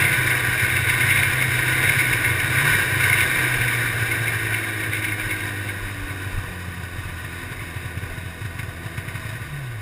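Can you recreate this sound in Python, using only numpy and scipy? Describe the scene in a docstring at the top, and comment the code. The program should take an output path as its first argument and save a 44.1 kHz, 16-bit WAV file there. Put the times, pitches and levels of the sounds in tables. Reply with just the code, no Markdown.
"""Snowmobile on gravel

A two-cylinder two-stroke creeps over gravel, slows to a lumpy idle and is switched off. The exhaust is a sum of
crank orders with pipe pops; clatter, running gear and chassis drone are noise and knocks through ringing modes.
A thin whine joins at idle, over low lumps of wind. It is heard from a helmet, in a closed camera case, through a
converter that holds each sample and so mirrors the sound into the treble."""
import sys
import numpy as np
from scipy import signal
from scipy.io import wavfile
from scipy.ndimage import uniform_filter1d

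SR = 44100
rng = np.random.default_rng(int(sys.argv[2]) if len(sys.argv) > 2 else 0)


def master_out(mix):
    """Clip the mix to full scale and print it as 16-bit PCM to the path in sys.argv[1]."""
    frames = np.transpose(np.atleast_2d(mix))
    ceiling = np.clip(frames, -1, 1)
    pcm = np.round(ceiling * 32767).astype(np.int16)
    wavfile.write(sys.argv[1], SR, pcm)


N = 432621
TIME_S = np.arange(N) / SR
RING_HZ = np.fft.rfftfreq(2 ** 15, 1 / SR)
IGNITION_OFF_S = 9.45
SPARK_ON = np.arange(N) < IGNITION_OFF_S * SR


def gain_of(db):
    """Amplitude factor of a level in dB."""
    return 10 ** (np.asarray(db) / 20)


def evened(x):
    """Signal scaled to rms 1."""
    return x / np.sqrt(np.mean(x ** 2) + 1e-20)


def curves(rows):
    """Columns of a breakpoint table, read at every sample."""
    times_s, *columns = np.transpose(rows)
    return [np.interp(TIME_S, times_s, column) for column in columns]


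def flutter(seconds):
    """Slow random drift of rms 1: noise smoothed twice over this many seconds."""
    size = max(round(seconds * SR), 2)
    smoothed = uniform_filter1d(rng.standard_normal(N), size)
    return evened(uniform_filter1d(smoothed, size))


def swell(rise_s, fall_s):
    """Times around a peak, and a soft rise with an exponential fall."""
    t = np.arange(-3000, 3001) / SR
    return t, np.where(t < 0, np.exp(-(t / rise_s) ** 2), np.exp(-abs(t) / fall_s))


def bursts(spikes, rise_s, fall_s):
    """Envelope with one swell peaking at each spike."""
    return signal.oaconvolve(spikes, swell(rise_s, fall_s)[1], "same")


def train(events):
    """One spike for each (peak_s, strength_db)."""
    peak_s, strength_db = np.transpose(events)
    spikes = np.zeros(N)
    spikes[(peak_s * SR).astype(int)] = gain_of(strength_db)
    return spikes


def chance_train(per_s, db, spread_db):
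    """Spikes at random moments, their levels scattered around a curve."""
    return (rng.random(N) < per_s / SR) * gain_of(db + spread_db * rng.standard_normal(N))


def causal(gain):
    """Minimum-phase ring of a filter with this gain: it starts only when it is struck."""
    log_gain = np.log(np.maximum(np.r_[gain, gain[-2:0:-1]], 1e-5))
    response = np.exp(np.conj(signal.hilbert(log_gain)))
    struck = np.fft.ifft(response).real[:len(gain) // 2]
    return struck / np.linalg.norm(struck)


def ring(modes, column):
    """Ring of a table of resonant modes, balanced by the levels of one column."""
    power = 0
    for mode in modes:
        detune = 2 * (RING_HZ - mode[0]) / mode[1]
        power = power + gain_of(mode[column]) ** 2 / (1 + detune ** 2) ** 2
    return causal(np.sqrt(power))


# Crank speed and exhaust hum: time_s [s], port_openings_hz [Hz], hum_db [dB rms before unevenness and sag]
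CRANK_CURVE = [(0, 135.6, -32), (.2, 126.9, -31), (.45, 122.1, -29.5), (.8, 123.5, -39), (1.04, 124.3, -30),
               (1.2, 134.5, -31), (1.5, 123.8, -29.5), (1.77, 127, -28.5), (1.9, 137, -30),
               (2.14, 119.9, -30.5), (2.35, 118.2, -38), (2.54, 124.2, -29), (2.66, 145, -24),
               (2.74, 147, -35), (2.88, 128, -33), (3.2, 128.6, -35), (3.4, 124.7, -30.5),
               (3.76, 118.6, -30), (4.75, 107, -32), (5.57, 101.7, -34), (7.0, 84.83, -37.5),
               (8.5, 84.4, -38), (9.34, 79.75, -43), (9.48, 75.5, -41), (9.62, 67.3, -49),
               (9.81, 50.8, -52)]


def crankshaft():
    """Port-opening rate sets the pitch; its wobbling sum counts cycles, and slowing moves load to idle."""
    hz, hum_db = curves(CRANK_CURVE)
    idle = np.clip((106 - hz) / 17, 0, 1)  # 0 under load, 1 at idle speed
    wobble = (.004 + .005 * idle) * flutter(.03)
    cycles = np.cumsum(hz * (1 + wobble)) / SR
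    return hz, hum_db, idle, cycles


# Strongest charges that really burn: peak_s [s, pop at its loudest, before shifting to a crest],
# strength_db [dB, relative]
STRONG_FIRINGS = [(.022, -13), (.056, -11), (.117, -15), (.19, -14.5), (.265, -21), (.486, -11.5),
                  (.566, -20), (.636, -10), (.733, -16), (.76, -11), (.795, -12), (.827, -15), (.88, -11),
                  (.909, -22), (.97, -16), (1.047, -10), (1.085, -11), (1.119, -15), (1.159, -15),
                  (1.188, -10), (1.219, -16), (1.252, -20), (1.278, -12), (1.485, -14), (1.6, -17),
                  (1.73, -15), (1.794, -22), (1.854, -17), (1.881, -12), (1.912, -13), (1.976, -16),
                  (2.011, -24), (2.109, -17), (2.209, -24), (2.276, -14), (2.314, -9), (2.344, -18),
                  (2.389, -14), (2.448, -11.5), (2.512, -19), (2.543, -21), (2.577, -16), (2.707, -19),
                  (2.729, -15), (2.758, -12), (2.79, -24), (2.934, -14), (2.969, -12), (2.998, -13),
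                  (3.025, -21), (3.051, -12), (3.081, -13), (3.12, -14), (3.156, -11), (3.194, -12),
                  (3.23, -17), (3.612, -18), (3.901, -21), (4.031, -15), (4.364, -19), (4.895, -17),
                  (4.987, -29), (5.156, -27), (5.27, -19), (5.336, -22), (5.67, -21), (5.771, -20),
                  (6.111, -19.5), (6.206, -23), (6.274, -20), (6.384, -16), (6.443, -21), (6.685, -22.5),
                  (6.778, -27), (6.836, -19.5), (6.987, -22), (7.057, -22), (7.095, -22.5), (7.247, -22),
                  (7.33, -26), (7.434, -23), (7.52, -18.5), (7.624, -20.5), (7.765, -18.5), (7.86, -19.5),
                  (7.976, -18), (8.035, -20.5), (8.181, -20), (8.262, -20.5), (8.417, -20), (8.454, -18),
                  (8.596, -18), (8.632, -23), (8.689, -22), (8.863, -18.5), (8.983, -16), (9.083, -18),
                  (9.156, -18), (9.255, -19), (9.292, -21), (9.33, -21), (9.357, -21), (9.418, -19.5)]
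# Half-burnt charges between them, on the same strength scale
WEAK_FIRINGS_PER_S, WEAK_LOAD_DB, WEAK_IDLE_DB, WEAK_SPREAD_DB = 11, -31, -29.5, 0.5


def firings(cycles, idle):
    """Strong and weak charges; under load each rides the nearest crest of the hum."""
    weak_db = WEAK_LOAD_DB + idle * (WEAK_IDLE_DB - WEAK_LOAD_DB)
    weak = chance_train(WEAK_FIRINGS_PER_S, weak_db, WEAK_SPREAD_DB)
    charges = train(STRONG_FIRINGS) + weak * SPARK_ON
    at = np.flatnonzero(charges)
    crests = np.flatnonzero(np.diff(np.floor(cycles)))
    lag = crests[abs(crests[:, None] - at).argmin(0)] - at
    shifted = at + (lag * (1 - idle[at])).astype(int)  # at full idle the charges stay loose
    return np.bincount(shifted, charges[at], N)


# Higher crank orders: multiple [x port openings], load_db, idle_db, coast_db [dB rms before lift, unevenness
# and sag; coast is without spark], waver_db [dB rms]
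CRANK_ORDERS = [(2, -54, -47, -31, 2.5), (2.5, -56, -63, -67.5, 4), (3, -51.5, -52.5, -57, 1.7),
                (3.5, -51, -66, -69, 2.5), (4, -49, -63.5, -75, 1.5), (5, -60, -66, -75, 6),
                (6, -61, -63, -77, 1)]
LIFT_HZ, LIFT_WIDTH_HZ, LIFT_DB = 314.4, 81, 9  # pipe resonance
ORDER_WAVER_S, COAST_RISE_S = 0.11, 0.086


def orders_db(hz, idle):
    """An order swells as it crosses the pipe's resonance and wavers slowly, until the spark stops."""
    coast = np.clip((TIME_S - IGNITION_OFF_S) / COAST_RISE_S, 0, 1)
    levels = []
    for multiple, load_db, idle_db, coast_db, waver_db in CRANK_ORDERS:
        detune = 2 * (multiple * hz - LIFT_HZ) / LIFT_WIDTH_HZ
        lift_db = LIFT_DB / (1 + detune ** 4)
        fired_db = load_db + idle * (idle_db - load_db) + waver_db * flutter(ORDER_WAVER_S) + lift_db
        levels.append(coast * coast_db + (1 - coast) * fired_db)
    return levels


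# Pipe's answer to a burning charge: pitch_hz [Hz], load_db, idle_db [dB over charge strength, before the
# bass cut], rise_s, fall_s [s]
PIPE_POPS = [(96, -12, -10, 0.0099, 0.025), (117, -13, -5.5, 0.0047, 0.0099),
             (330.05, -45, -19, 0.002, 0.0025)]
SAG_DB, SAG_LAG_S, SAG_WIDTH_S = 15, 0.015, 0.0074  # depth follows charge strength


def exhaust(harmonics_db, cycles, idle, charges):
    """Pumped gas hums, unevenly until the spark stops; a burning charge pops the pipe, then the hum sags."""
    uneven_db = SPARK_ON * (1.1 + .8 * idle)
    multiples = [1] + [row[0] for row in CRANK_ORDERS]
    hum = 0
    for multiple, db in zip(multiples, harmonics_db):
        level = np.sqrt(2) * gain_of(db + uneven_db * flutter(0.036))
        hum = hum + level * np.cos(2 * np.pi * multiple * cycles)
    late_charges = np.roll(charges, round(SAG_LAG_S * SR))
    sag = bursts(late_charges, SAG_WIDTH_S, SAG_WIDTH_S)
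    hum = hum / (1 + gain_of(SAG_DB) * sag)

    pops = 0
    for hz, load_db, idle_db, rise_s, fall_s in PIPE_POPS:
        t, shape = swell(rise_s, fall_s)
        struck = charges * gain_of(load_db + idle * (idle_db - load_db))
        pops = pops + signal.oaconvolve(struck, shape * np.cos(2 * np.pi * hz * t), "same")
    bass_cut = signal.butter(6, 80.0, "highpass", fs=SR, output="sos")  # the pipe passes no deep bass
    return hum + signal.sosfiltfilt(bass_cut, pops)


# Modes of machine and camera case ringing together: pitch_hz [Hz], width_hz [Hz], engine_db, gear_db,
# knock_db, idle_engine_db [dB, relative within each column]
BODY_MODES = [(1006, 124, -7, -32, -22, -5.5), (1163, 190, -8, -24, -35, -6.5),
              (1492, 106, 2, -4.5, -19, 0), (1604, 101, 2.5, 0.5, -6, -4.5),
              (1773, 197, -0.5, -33, -7, -2.5), (1878, 91, 2, -3, -10, -0.5), (2072, 73, -13, 6.5, 0.5, -7),
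              (2161, 48, -3.5, 5.5, 13, -7.5), (2228, 120, -8, 4.5, -14, -8.5),
              (2344, 66, 1, -5.5, 5, -8.5), (2423, 144, -6.5, -12, -4, -8),
              (2550, 100, -11.5, -7, -34, -6.5), (2693, 130, -8, -5, -3, -9),
              (2957, 180, -10, -21, -8, -11.5), (3186, 190, -19.5, -16, -40, -18.5),
              (3570, 390, -16.5, -11, -48, -16.5), (3762, 221, -8.5, -13, -16.5, -10),
              (4340, 1200, -26.5, -26, -31, -28), (4795, 170, -21.5, -46, -28, -17),
              (5155, 140, -15, -22, -33, -16), (5370, 1150, -24, -36.5, -23, -24)]


def engine(level_db, idle, charges):
    """Gas rush and piston clatter, cracking at each firing; the ring's colour shifts toward idle."""
    rush = evened(gain_of(0.72 * flutter(0.028))) * gain_of(level_db + 0.39)
    crack = gain_of(-23.0 + 6.1 * idle) * bursts(charges, 0.004, 0.015)
    noise = np.hypot(rush, crack) * rng.standard_normal((2, N))
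    load_drive, idle_drive = noise * np.sqrt([1 - idle, idle])
    load_clatter = signal.oaconvolve(load_drive, ring(BODY_MODES, column=2))[:N]
    idle_clatter = signal.oaconvolve(idle_drive, ring(BODY_MODES, column=5))[:N]
    return load_clatter + idle_clatter


# Loudest knocks of loose metal: peak_s [s, knock at its loudest], strength_db [dB, before ringing]
LOUD_KNOCKS = [(.0403, -9), (.133, -3.5), (.2763, -9), (.3132, -8), (.4047, -14), (.597, -7), (.6444, -10),
               (.7028, -6), (.7677, -2.5), (.8435, -12), (.8987, -2.5), (1.0111, -1), (1.057, -20),
               (1.1072, -1.5), (1.1353, -10), (1.1751, -4), (1.1987, -4.5), (1.231, -7), (1.3374, -7.5),
               (1.4282, -10), (1.5399, -13), (1.6846, -13), (1.8392, -9), (1.8703, -11), (1.8956, -2),
               (1.9255, -10), (1.9894, -5), (2.0712, -15), (2.1338, -6), (2.251, -6.5), (2.2837, -10),
               (2.4025, -4.5), (2.5651, -13), (2.6528, -10), (2.7089, -9), (2.7332, -10), (2.805, -10),
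               (3.0085, -6.5), (3.038, -6), (3.0999, -7.5), (3.1313, -6), (3.1783, -6), (3.2077, -1.5),
               (3.2368, -11), (3.3917, -7), (3.4456, -10), (3.5423, -13), (3.6177, -9), (3.682, -11),
               (3.7349, -12), (4.116, -8), (4.2772, -9), (4.3959, -11.5), (4.4589, -16), (4.5456, -8),
               (4.6379, -15.5), (4.8035, -11), (4.8409, -15), (4.9337, -11), (4.9571, -12), (4.972, -12),
               (5.0277, -14), (5.0464, -7), (5.0903, -13), (5.1218, -14), (5.1976, -11.5), (5.2924, -17),
               (5.3128, -8.5), (5.4078, -15), (5.689, -18), (6.107, -21), (8.594, -13.5), (8.982, -14),
               (9.083, -22), (9.155, -27)]
SMALL_KNOCKS_PER_S, SMALL_KNOCK_DB, SMALL_SPREAD_DB = 9.8, 7, 5  # level over the running gear
SHAKE_DB, SHAKE_RISE_S, SHAKE_FALL_S = -19, 0.012, 0.019  # level over the blow's strength


def running_gear(level_db, idle):
    """Uneven ticks of track, clutch and skis clump together; knocks ring the body and shake the whole gear."""
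    ticks = (rng.random(N) < 3500 / SR) * gain_of(0.92 * rng.exponential(1, N)) * rng.standard_normal(N)
    small_blows = chance_train(SMALL_KNOCKS_PER_S, level_db + SMALL_KNOCK_DB, SMALL_SPREAD_DB)
    blows = train(LOUD_KNOCKS) + small_blows
    shake = gain_of(SHAKE_DB) * bursts(blows, SHAKE_RISE_S, SHAKE_FALL_S)
    shaken = np.hypot(gain_of(level_db - 1.5), shake)
    clumps = evened(gain_of(0.81 * flutter(0.0037))) * shaken
    rattle = signal.oaconvolve(evened(ticks) * clumps, ring(BODY_MODES, column=3))

    chatter = gain_of(-11.5) * bursts(blows, 0.0048, 0.0035) * rng.standard_normal(N)
    knocks = gain_of(2.0) * np.roll(blows, 40) + chatter  # the hit lands 0.9 ms after the chatter's peak
    # at idle the engine block takes the blow
    thuds = signal.oaconvolve(gain_of(-5.0) * idle ** 2 * knocks, ring(BODY_MODES, column=5))
    clanks = signal.oaconvolve((1 - idle ** 2) * knocks, ring(BODY_MODES, column=4))
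    return (rattle + thuds + clanks)[:N]


# Chassis modes: pitch_hz [Hz], width_hz [Hz], level_db [dB, relative]
CHASSIS_MODES = [(111, 63, 6.5), (163.5, 51, -2.5), (262, 58, -4.5), (341, 96, -1.5), (448, 150, -6.5),
                 (490, 17.5, -2), (538, 84, -9.5), (633, 87, -7), (713.4, 22, -3.5), (777, 140, -8.5)]
RUMBLE_DB, FULL_CLATTER_DB = -32, -23.5  # drone level when the clatter is full
RUMBLE_SLOPE = 0.62  # dB of drone per dB of clatter


def rumble(clatter_db):
    """Noise rings the low chassis modes into a drone that follows the clatter."""
    level_db = RUMBLE_DB + RUMBLE_SLOPE * (clatter_db - FULL_CLATTER_DB)
    drone = signal.oaconvolve(rng.standard_normal(N), ring(CHASSIS_MODES, column=2))[:N]
    return drone * gain_of(level_db + 0.72 * flutter(0.061))


# Gusts over the breeze: peak_s [s], level_db [dB rms at the peak], length_s [s between 1/e points]
WIND_GUSTS = [(0.488, -45, .2), (0.945, -43, .08), (1.2, -47, .1), (1.58, -42, .12), (1.75, -49, .15),
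              (2.16, -42, .15), (2.73, -42, .06), (3.36, -50, .2), (3.61, -35, 0.079), (3.902, -40, .12),
              (4.451, -46, .07), (5.25, -40, 0.11), (5.83, -35, .08), (6.044, -31, 0.083),
              (6.361, -26, 0.046), (6.5, -38, .04), (7.02, -42, .2), (7.62, -46, .12), (8.11, -35, .07),
              (9.59, -42, .06)]
BREEZE_DB = -49.5


def wind():
    """Low lumps of air against the case, as band-limited noise: a faint breeze with gusts."""
    band = signal.butter(3, [24, 48], "bandpass", fs=SR, output="sos")
    lumps = signal.sosfilt(band, rng.standard_normal(N))
    strength = gain_of(BREEZE_DB)
    for peak_s, db, length_s in WIND_GUSTS:
        strength = strength + gain_of(db) * np.exp(-(2 * (TIME_S - peak_s) / length_s) ** 2)
    return evened(lumps) * strength


# Thin whine at idle: time_s [s], pitch_hz [Hz], level_db [dB rms before flutter]
WHINE_CURVE = [(7.7, 629.5, -77), (8.0, 634, -55), (8.5, 664, -60), (8.9, 668, -54), (9.3, 645, -53),
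               (9.6, 632, -74), (9.81, 634, -68)]


def whine():
    """A near-sine whose pitch and level waver."""
    hz, db = curves(WHINE_CURVE)
    level = np.sqrt(2) * gain_of(db + 3.3 * flutter(0.021))
    cycles = np.cumsum(hz + 6.2 * flutter(0.0202)) / SR
    return level * np.cos(2 * np.pi * cycles)


# Mechanical effort: time_s [s], clatter_db [dB, engine], gear_db [dB, running gear], both before small trims
WORK_CURVE = [(0, -21, -19), (.05, -24, -19), (.22, -23, -29), (.76, -25, -24.5), (1.17, -23, -23.5),
              (1.53, -24.5, -27.5), (1.88, -23, -22.5), (2.1, -24.5, -26.5), (2.51, -24.5, -29),
              (2.7, -20, -28), (2.92, -24, -30), (3.05, -22, -28), (3.25, -23, -25.5), (3.82, -25.5, -29.5),
              (4.72, -29, -33.5), (5.12, -30, -41), (5.165, -32.5, -48), (5.2, -30, -34), (5.4, -31, -36),
              (5.9, -34, -42), (6.17, -34, -48), (6.56, -37, -50), (7.68, -37.5, -40), (8.55, -39.5, -50),
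              (9.26, -37.5, -44), (9.81, -41, -48)]


def scene():
    """One crankshaft drives exhaust and engine; gear, chassis, wind and whine are mixed with them."""
    hz, hum_db, idle, cycles = crankshaft()
    clatter_db, gear_db = curves(WORK_CURVE)
    charges = firings(cycles, idle)
    harmonics_db = [hum_db] + orders_db(hz, idle)
    machine = exhaust(harmonics_db, cycles, idle, charges) + engine(clatter_db, idle, charges)
    mix = machine + running_gear(gear_db, idle) + rumble(clatter_db) + wind() + whine()
    return mix[None]


HOLD_STEPS, EDGE_HZ = 4, 15230


def record(dry):
    """Faint hiss; 12000 samples a second, each held for four steps, mirror into the treble; then a band limit."""
    hissing = dry + gain_of(-57.0) * rng.standard_normal(N)
    coarse = signal.resample_poly(hissing, 40, 147, axis=1)
    stairs = np.repeat(coarse, HOLD_STEPS, axis=1)
    held = signal.resample_poly(stairs, 147, 160, axis=1)[:, :N]
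    band_limit = signal.firwin(1023, EDGE_HZ, window=("kaiser", 6), fs=SR)
    return signal.oaconvolve(held, band_limit[None], "same")


dry = scene()
out = record(dry)
master_out(out)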